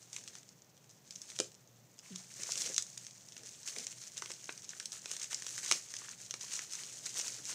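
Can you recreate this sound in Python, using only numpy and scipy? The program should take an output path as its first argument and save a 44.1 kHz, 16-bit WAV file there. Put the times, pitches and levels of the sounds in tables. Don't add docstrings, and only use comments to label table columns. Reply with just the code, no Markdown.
import sys
import numpy as np
from scipy import signal
from scipy.fft import rfft, irfft, next_fast_len
from scipy.io import wavfile
from scipy.ndimage import map_coordinates

SR = 44100
rng = np.random.default_rng(int(sys.argv[2]) if len(sys.argv) > 2 else 0)


def store_wav(level_fs):
    pcm = np.round(np.clip(np.atleast_2d(level_fs), -1, 1) * 32767)
    wavfile.write(sys.argv[1], SR, pcm.T.astype(np.int16))


N = 332514

# frequency_hz, density_db
SHEET_SPECTRUM = [(80, -41), (250, -8.5), (400, -4.5), (800, -7), (1600, 0.5), (2700, 3.5), (4200, 5.5),
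                  (7000, -42), (14000, -52)]


def amp(db):
    return 10 ** (np.asarray(db) / 20)


def unit(x):
    return x / np.sqrt(np.mean(x ** 2) + 1e-20)


def along(points, hz):
    f, v = np.transpose(points)
    return np.interp(np.log(hz + 1), np.log(f + 1), v)


def wobble(rate):
    knots = rng.standard_normal(int(N * rate / SR) + 4)
    return map_coordinates(knots, [np.arange(N) * rate / SR])


def colour(x, spectrum, size=2048):
    log_gain = np.log(amp(along(spectrum, np.fft.rfftfreq(size, 1 / SR))))
    cepstrum = irfft(log_gain)
    cepstrum[1:size // 2] *= 2
    cepstrum[size // 2 + 1:] = 0
    impulse = irfft(np.exp(rfft(cepstrum)))
    return signal.fftconvolve(x, impulse)[:len(x)]


def add(track, s, sound):
    part = track[max(round(s * SR), 0):][:len(sound)]
    part += sound[:len(part)]


def ring(hz, cycles, t):
    return np.sin(2 * np.pi * hz * t) * np.exp(-hz * t / cycles)


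def yard(air_db=-65.5, waver_db=3):
    # frequency_hz, density_db
    air_spectrum = [(25, -3), (55, -11), (85, -9.5), (120, 0), (185, -3), (260, -10), (600, -12),
                    (1400, -21), (3500, -23.5), (6300, -25.5), (8500, -46), (10800, -30.5), (15000, -25)]
    # frequency_hz, level_db (peak, before wavering)
    hum_tones = [(121, -71.5), (185, -78.5)]
    t = np.arange(N) / SR
    hum = np.zeros(N)
    for hz, db in hum_tones:
        level = amp(db + waver_db * wobble(7.8))
        hum += level * np.sin(2 * np.pi * hz * t + 1.24 * wobble(7.8))
    return amp(air_db) * unit(colour(rng.standard_normal(N), air_spectrum)) + hum


def echo(x, delay_s=.003, count=24):
    # frequency_hz, t60_s
    wall_decay = [(200, 0.27), (1500, 0.17), (6000, 0.2), (14000, 0.19)]
    out = np.zeros(N)
    for part in np.array_split(np.arange(N), count):
        hz, t, z = signal.stft(rng.standard_normal(SR // 3), SR, nperseg=256)
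        decay = amp(-60 * t / along(wall_decay, hz)[:, None])
        tail = signal.istft(z * decay, SR, nperseg=256)[1]
        add(out, part[0] / SR + delay_s, signal.fftconvolve(x[part], tail / np.linalg.norm(tail)))
    return out


def bump(s=2.103, db=-36, hz=183, t60_s=0.2, octave_db=-16):
    out, t = np.zeros(N), np.arange(SR // 3) / SR
    attack_s, sharp, settle_s = .016, .6, .009
    pitch_hz = hz * (1 + sharp * np.exp(-t / settle_s))
    phase = 2 * np.pi * np.cumsum(pitch_hz) / SR
    envelope = amp(db - 60 * t / t60_s) * (1 - np.exp(-t / attack_s))
    add(out, s, envelope * (np.sin(phase) + amp(octave_db) * np.sin(2 * phase)))
    return out


def body(t, attack_s=0.0011):
    # frequency_hz, relative_level_db, t60_s
    body_modes = [(208, -17, 0.033), (270, -7.5, 0.044), (362.5, 3.5, 0.053), (420, 4, 0.052),
                  (515, 9.5, 0.034), (608, -12, 0.019)]
    modes = np.zeros(len(t))
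    for hz, db, t60_s in body_modes:
        modes += amp(db + rng.normal(0, 1) - 60 * t / t60_s) * np.sin(2 * np.pi * hz * t)
    return (1 - np.exp(-t / attack_s)) * modes


def fingers(drag_db, drag_t60_s=0.0078):
    # start_s, level_db (10 dB above the gain on the modes)
    knocks = [(1.39, -47), (1.4, -25), (2.396, -48), (2.699, -40), (4.303, -46.5), (5.713, -41.5),
              (6.339, -47)]
    out, t = np.zeros(N), np.arange(SR // 4) / SR
    for s, db in knocks:
        add(out, s, amp(db - 10) * body(t))
    damped = body(t) * amp(-60 * t / drag_t60_s)
    friction = rng.standard_normal(N) * amp(2.4 * wobble(30))
    rubbing = signal.fftconvolve(friction, damped)[:N]
    return out + amp(drag_db) * unit(rubbing)


def strokes(rows, attack_s=0.012, release_s=0.034):
    power = np.zeros(N)
    for start, length, db in rows:
        t = np.arange(int(length * SR) + SR // 4) / SR
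        shape = np.minimum(t / attack_s, 1) * np.exp(-np.maximum(t - length, 0) / release_s)
        add(power, start - attack_s / 2, (amp(db) * shape) ** 2)
    return power


def effort(hold_gain_db=-1, hold_flex_db=-10, hold_drag_db=-24.5):
    # time_s, level_db (before hold_gain_db)
    hold = [(0.0, -59), (0.25, -60.5), (0.69, -70.5), (1.03, -66), (1.3, -52), (1.51, -66), (1.93, -67.5),
            (2.67, -39.5), (2.81, -54), (3.23, -57.5), (3.78, -52.5), (4.91, -55), (5.54, -49),
            (6.05, -53.5), (7.29, -47.5), (7.54, -43.5)]
    # start_s, length_s, fibre_level_db, flex_db (sheet relative to fibres)
    tugs = [(0.01, 0.046, -58.5, -6), (0.128, 0.067, -51, -10), (0.255, 0.13, -57, -5.5),
            (1.11, 0.19, -62.5, -15), (1.351, 0.069, -51, -13), (2.027, 0.19, -55.5, -4.5),
            (2.363, 0.14, -48, -8.5), (2.463, 0.17, -43, -18), (2.777, 0.041, -48, -11),
            (2.98, 0.035, -53.5, -12), (3.347, 0.19, -57, -9), (3.659, 0.06, -47.5, -11),
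            (3.75, 0.095, -46.5, -10.5), (4.003, 0.046, -50, -10), (4.16, 0.14, -51, -7.5),
            (4.466, 0.13, -55.5, -6), (4.685, 0.071, -55, -6), (4.928, 0.045, -49.5, -6),
            (5.078, 0.18, -47.5, -7.5), (5.304, 0.03, -41.5, -6.5), (5.463, 0.14, -45, -19),
            (5.626, 0.097, -44, -6), (5.708, 0.04, -39.5, -10), (5.954, 0.17, -51.5, -4),
            (6.406, 0.12, -46.5, -6.5), (6.51, 0.13, -46, -7), (6.704, 0.16, -49.5, -8),
            (7.029, 0.083, -45.5, -8.5), (7.152, 0.12, -40.5, -8.5), (7.485, 0.039, -43.5, -6)]
    # start_s, length_s, level_db
    drags = [(0.14, 0.19, -74), (2.39, 0.15, -71), (2.55, 0.17, -61), (3.39, 0.089, -68),
             (3.76, 0.056, -63), (6.8, 0.38, -72.5), (7.15, 0.39, -67)]
    hold_s, hold_db = np.transpose(hold)
    held = amp(np.interp(np.arange(N) / SR, hold_s, hold_db) + hold_gain_db)
    crisp = held ** 2 + strokes([(s, length, db) for s, length, db, flex_db in tugs])
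    flex_tugs = [(s, length, db + flex_db) for s, length, db, flex_db in tugs]
    flex = (held * amp(hold_flex_db)) ** 2 + strokes(flex_tugs)
    drag = (held * amp(hold_drag_db)) ** 2 + strokes(drags)
    return 10 * np.log10([crisp, flex, drag])


def crackle(rate, pitch_hz, pitch_spread, cycles, spread_db, clump_db, size=256):
    at = np.flatnonzero(rng.random(N) < rate / SR)
    hz = np.clip(pitch_hz * np.exp(pitch_spread * rng.standard_normal((len(at), 1))), 250, 14000)
    strength = np.minimum(rng.exponential(size=len(at)), 3)
    gain = rng.choice([-1, 1], len(at)) * amp(spread_db * strength + clump_db * wobble(70)[at])
    grains = gain[:, None] * np.sqrt(hz) * ring(hz, cycles, np.arange(size) / SR)
    positions = at[:, None] + np.arange(size)
    return unit(np.bincount(positions.ravel(), grains.ravel())[:N])


def rustle(crisp_db, flex_db, fibre_hiss=0.91, sheet_hiss=1.0, catch_db=1.88, merging=0.04):
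    # frequency_hz, density_db
    rub_spectrum = [(200, -64.5), (1500, -16), (3000, -13.5), (4700, -10), (5700, -3.5), (6400, 0),
                    (7500, -4), (9000, -9.5), (11000, -21), (15000, -25)]
    slips = crackle(rate=950, pitch_hz=6300, pitch_spread=0.46, cycles=0.71, spread_db=2.5, clump_db=2)
    folds = crackle(rate=520, pitch_hz=1985, pitch_spread=0.722, cycles=1.9, spread_db=4.0, clump_db=1.0)
    hiss = amp(merging * (crisp_db - np.mean(crisp_db))) * rng.standard_normal((2, N))
    fibres = unit(colour(slips + fibre_hiss * hiss[0], rub_spectrum))
    sheet = unit(colour(folds + 0.6 * slips + sheet_hiss * hiss[1], SHEET_SPECTRUM))
    catches = amp(catch_db * wobble(45))
    return catches * (amp(crisp_db - 1.4) * fibres + amp(flex_db - 3.5) * sheet)


def buckles(give_t60_s=0.015, cycles=0.71):
    # start_s, level_db (19.5 dB above the rms of the pop), pitch_hz
    panels = [(1.401, -33, 1160), (2.491, -38, 850), (4.222, -32, 1320), (4.303, -43.5, 1200),
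              (4.492, -28, 1800), (4.733, -40, 1800), (4.802, -37.5, 1680), (5.713, -24, 1110),
              (6.018, -43, 1270), (6.085, -40, 1750)]
    out, t = np.zeros(N), np.arange(SR // 20) / SR
    for s, db, hz in panels:
        shudder = colour(rng.standard_normal(len(t)) * amp(-60 * t / give_t60_s), SHEET_SPECTRUM)
        pop = signal.fftconvolve(shudder, ring(hz, cycles, t))[:len(t)]
        add(out, s, amp(db - 19.5) * unit(pop))
    return out


def small_snaps(crisp_db, per_s=11, mean_db=-36.5, follow=0.74, scatter_db=3, flex_db=-24, flex_scatter_db=9):
    count = int(per_s * N / SR)
    when, size, slack = rng.random((count, 3)).T
    at = (when * N).astype(int)
    db = mean_db + follow * (crisp_db[at] - np.mean(crisp_db)) + scatter_db * (2 * size - 1)
    sheet_db = flex_db + flex_scatter_db * (2 * slack - 1)
    return list(zip(at / SR, db, sheet_db))


def snaps(rows, scatter=0.32, scatter_t60_s=0.014, slack_t60_s=0.011, flex_db=12, facet_share=0.67,
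          facet_cycles=2.03):
    # frequency_hz, density_db
    fibre_spectrum = [(200, -65), (1000, -42), (2500, -13), (4500, -5), (5500, 4.5), (6300, 6), (7200, 1),
                      (8700, -5.5), (10500, -20), (15000, -31)]
    # sheet_db (before flex_db), pitch_hz
    facet_pitch = [(-22.5, 4210), (-10.5, 1760)]
    out, t = np.zeros(N), np.arange(SR // 30) / SR
    lead_s = .0011
    decays = amp(-60 * t / [[scatter_t60_s], [slack_t60_s]])
    for s, db, sheet_db in rows:
        facet_hz = np.interp(sheet_db, *np.transpose(facet_pitch))
        crack, give = (t == 0) + scatter * rng.standard_normal((2, len(t))) * decays
        sheet = unit(colour(give, SHEET_SPECTRUM))
        facet = unit(signal.fftconvolve(sheet, ring(facet_hz, facet_cycles, t))[:len(t)])
        flexing = amp(sheet_db + flex_db) * unit(sheet + facet_share * facet)
        sound = unit(colour(crack, fibre_spectrum)) + flexing
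        add(out, s + lead_s, amp(db - 21.0) * unit(sound))
    return out


def scene(snap_gain_db=0.64, echo_hits_db=-9.5, echo_paper_db=-11):
    # start_s, level_db (before snap gains), sheet_db (share of flexing)
    loud_snaps = [(0.129, -31, -24.5), (0.163, -26, -16.5), (0.276, -32, -17.5), (0.489, -40.5, -32),
                  (0.619, -44, -28), (0.352, -35, -18), (1.107, -31.5, -30), (1.158, -30, -30),
                  (1.216, -30.5, -42), (1.317, -40, -13), (1.388, -21.5, -18.5), (1.4, -15.5, -22.5),
                  (1.989, -36.5, -39), (2.158, -27.5, -21), (2.433, -24.5, -29), (2.519, -19, -42),
                  (2.575, -24.5, -24), (2.618, -22, -22.5), (2.743, -24, -39), (2.7625, -21, -38),
                  (2.779, -12.5, -22.5), (2.823, -24, -37), (2.976, -28, -49), (3.066, -31.5, -21.5),
                  (3.676, -27.5, -20.5), (3.762, -29.5, -14), (3.784, -25, -29), (3.867, -23.5, -24),
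                  (4.177, -26.5, -21.5), (4.22, -26.5, -18), (4.258, -30.5, -15), (4.316, -29, -37),
                  (4.441, -33.5, -23.5), (4.576, -33, -27), (4.691, -27.5, -31), (4.798, -26, -23.5),
                  (4.856, -24, -51), (4.919, -28, -26), (5.057, -27.5, -14.5), (5.113, -22.5, -21.5),
                  (5.165, -27, -21), (5.215, -28, -18.5), (5.329, -25.5, -16.5), (5.344, -19.5, -42),
                  (5.421, -28, -17.5), (5.465, -26, -19.5), (5.578, -28.5, -13), (5.66, -28, -28),
                  (5.712, -10.5, -16), (5.721, -11.5, -19.5), (5.938, -27, -18), (5.965, -27.5, -32),
                  (6.308, -23, -22.5), (6.339, -25.5, -14.5), (6.536, -25.5, -19), (6.591, -25, -14.5),
                  (6.752, -28, -26), (6.834, -30.5, -17.5), (7.065, -32, -13), (7.173, -28.5, -24),
                  (7.197, -24.5, -20.5), (7.279, -24.5, -30)]
    crisp_db, flex_db, drag_db = effort()
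    paper = rustle(crisp_db, flex_db) + bump()
    all_snaps = snaps(loud_snaps + small_snaps(crisp_db))
    hits = fingers(drag_db) + buckles() + amp(snap_gain_db) * all_snaps
    reflected = echo(amp(echo_hits_db) * hits + amp(echo_paper_db) * paper)
    return (hits + paper + reflected + yard())[None]


def record(dry, bass_hz=95, top_hz=15600):
    thin = signal.sosfilt(signal.butter(3, bass_hz, "highpass", fs=SR, output="sos"), dry)
    size = next_fast_len(N + SR // 4)
    passband = np.fft.rfftfreq(size, 1 / SR) < top_hz
    return irfft(rfft(thin, size) * passband, size)[:, :N]


dry = scene()
out = record(dry)
store_wav(out)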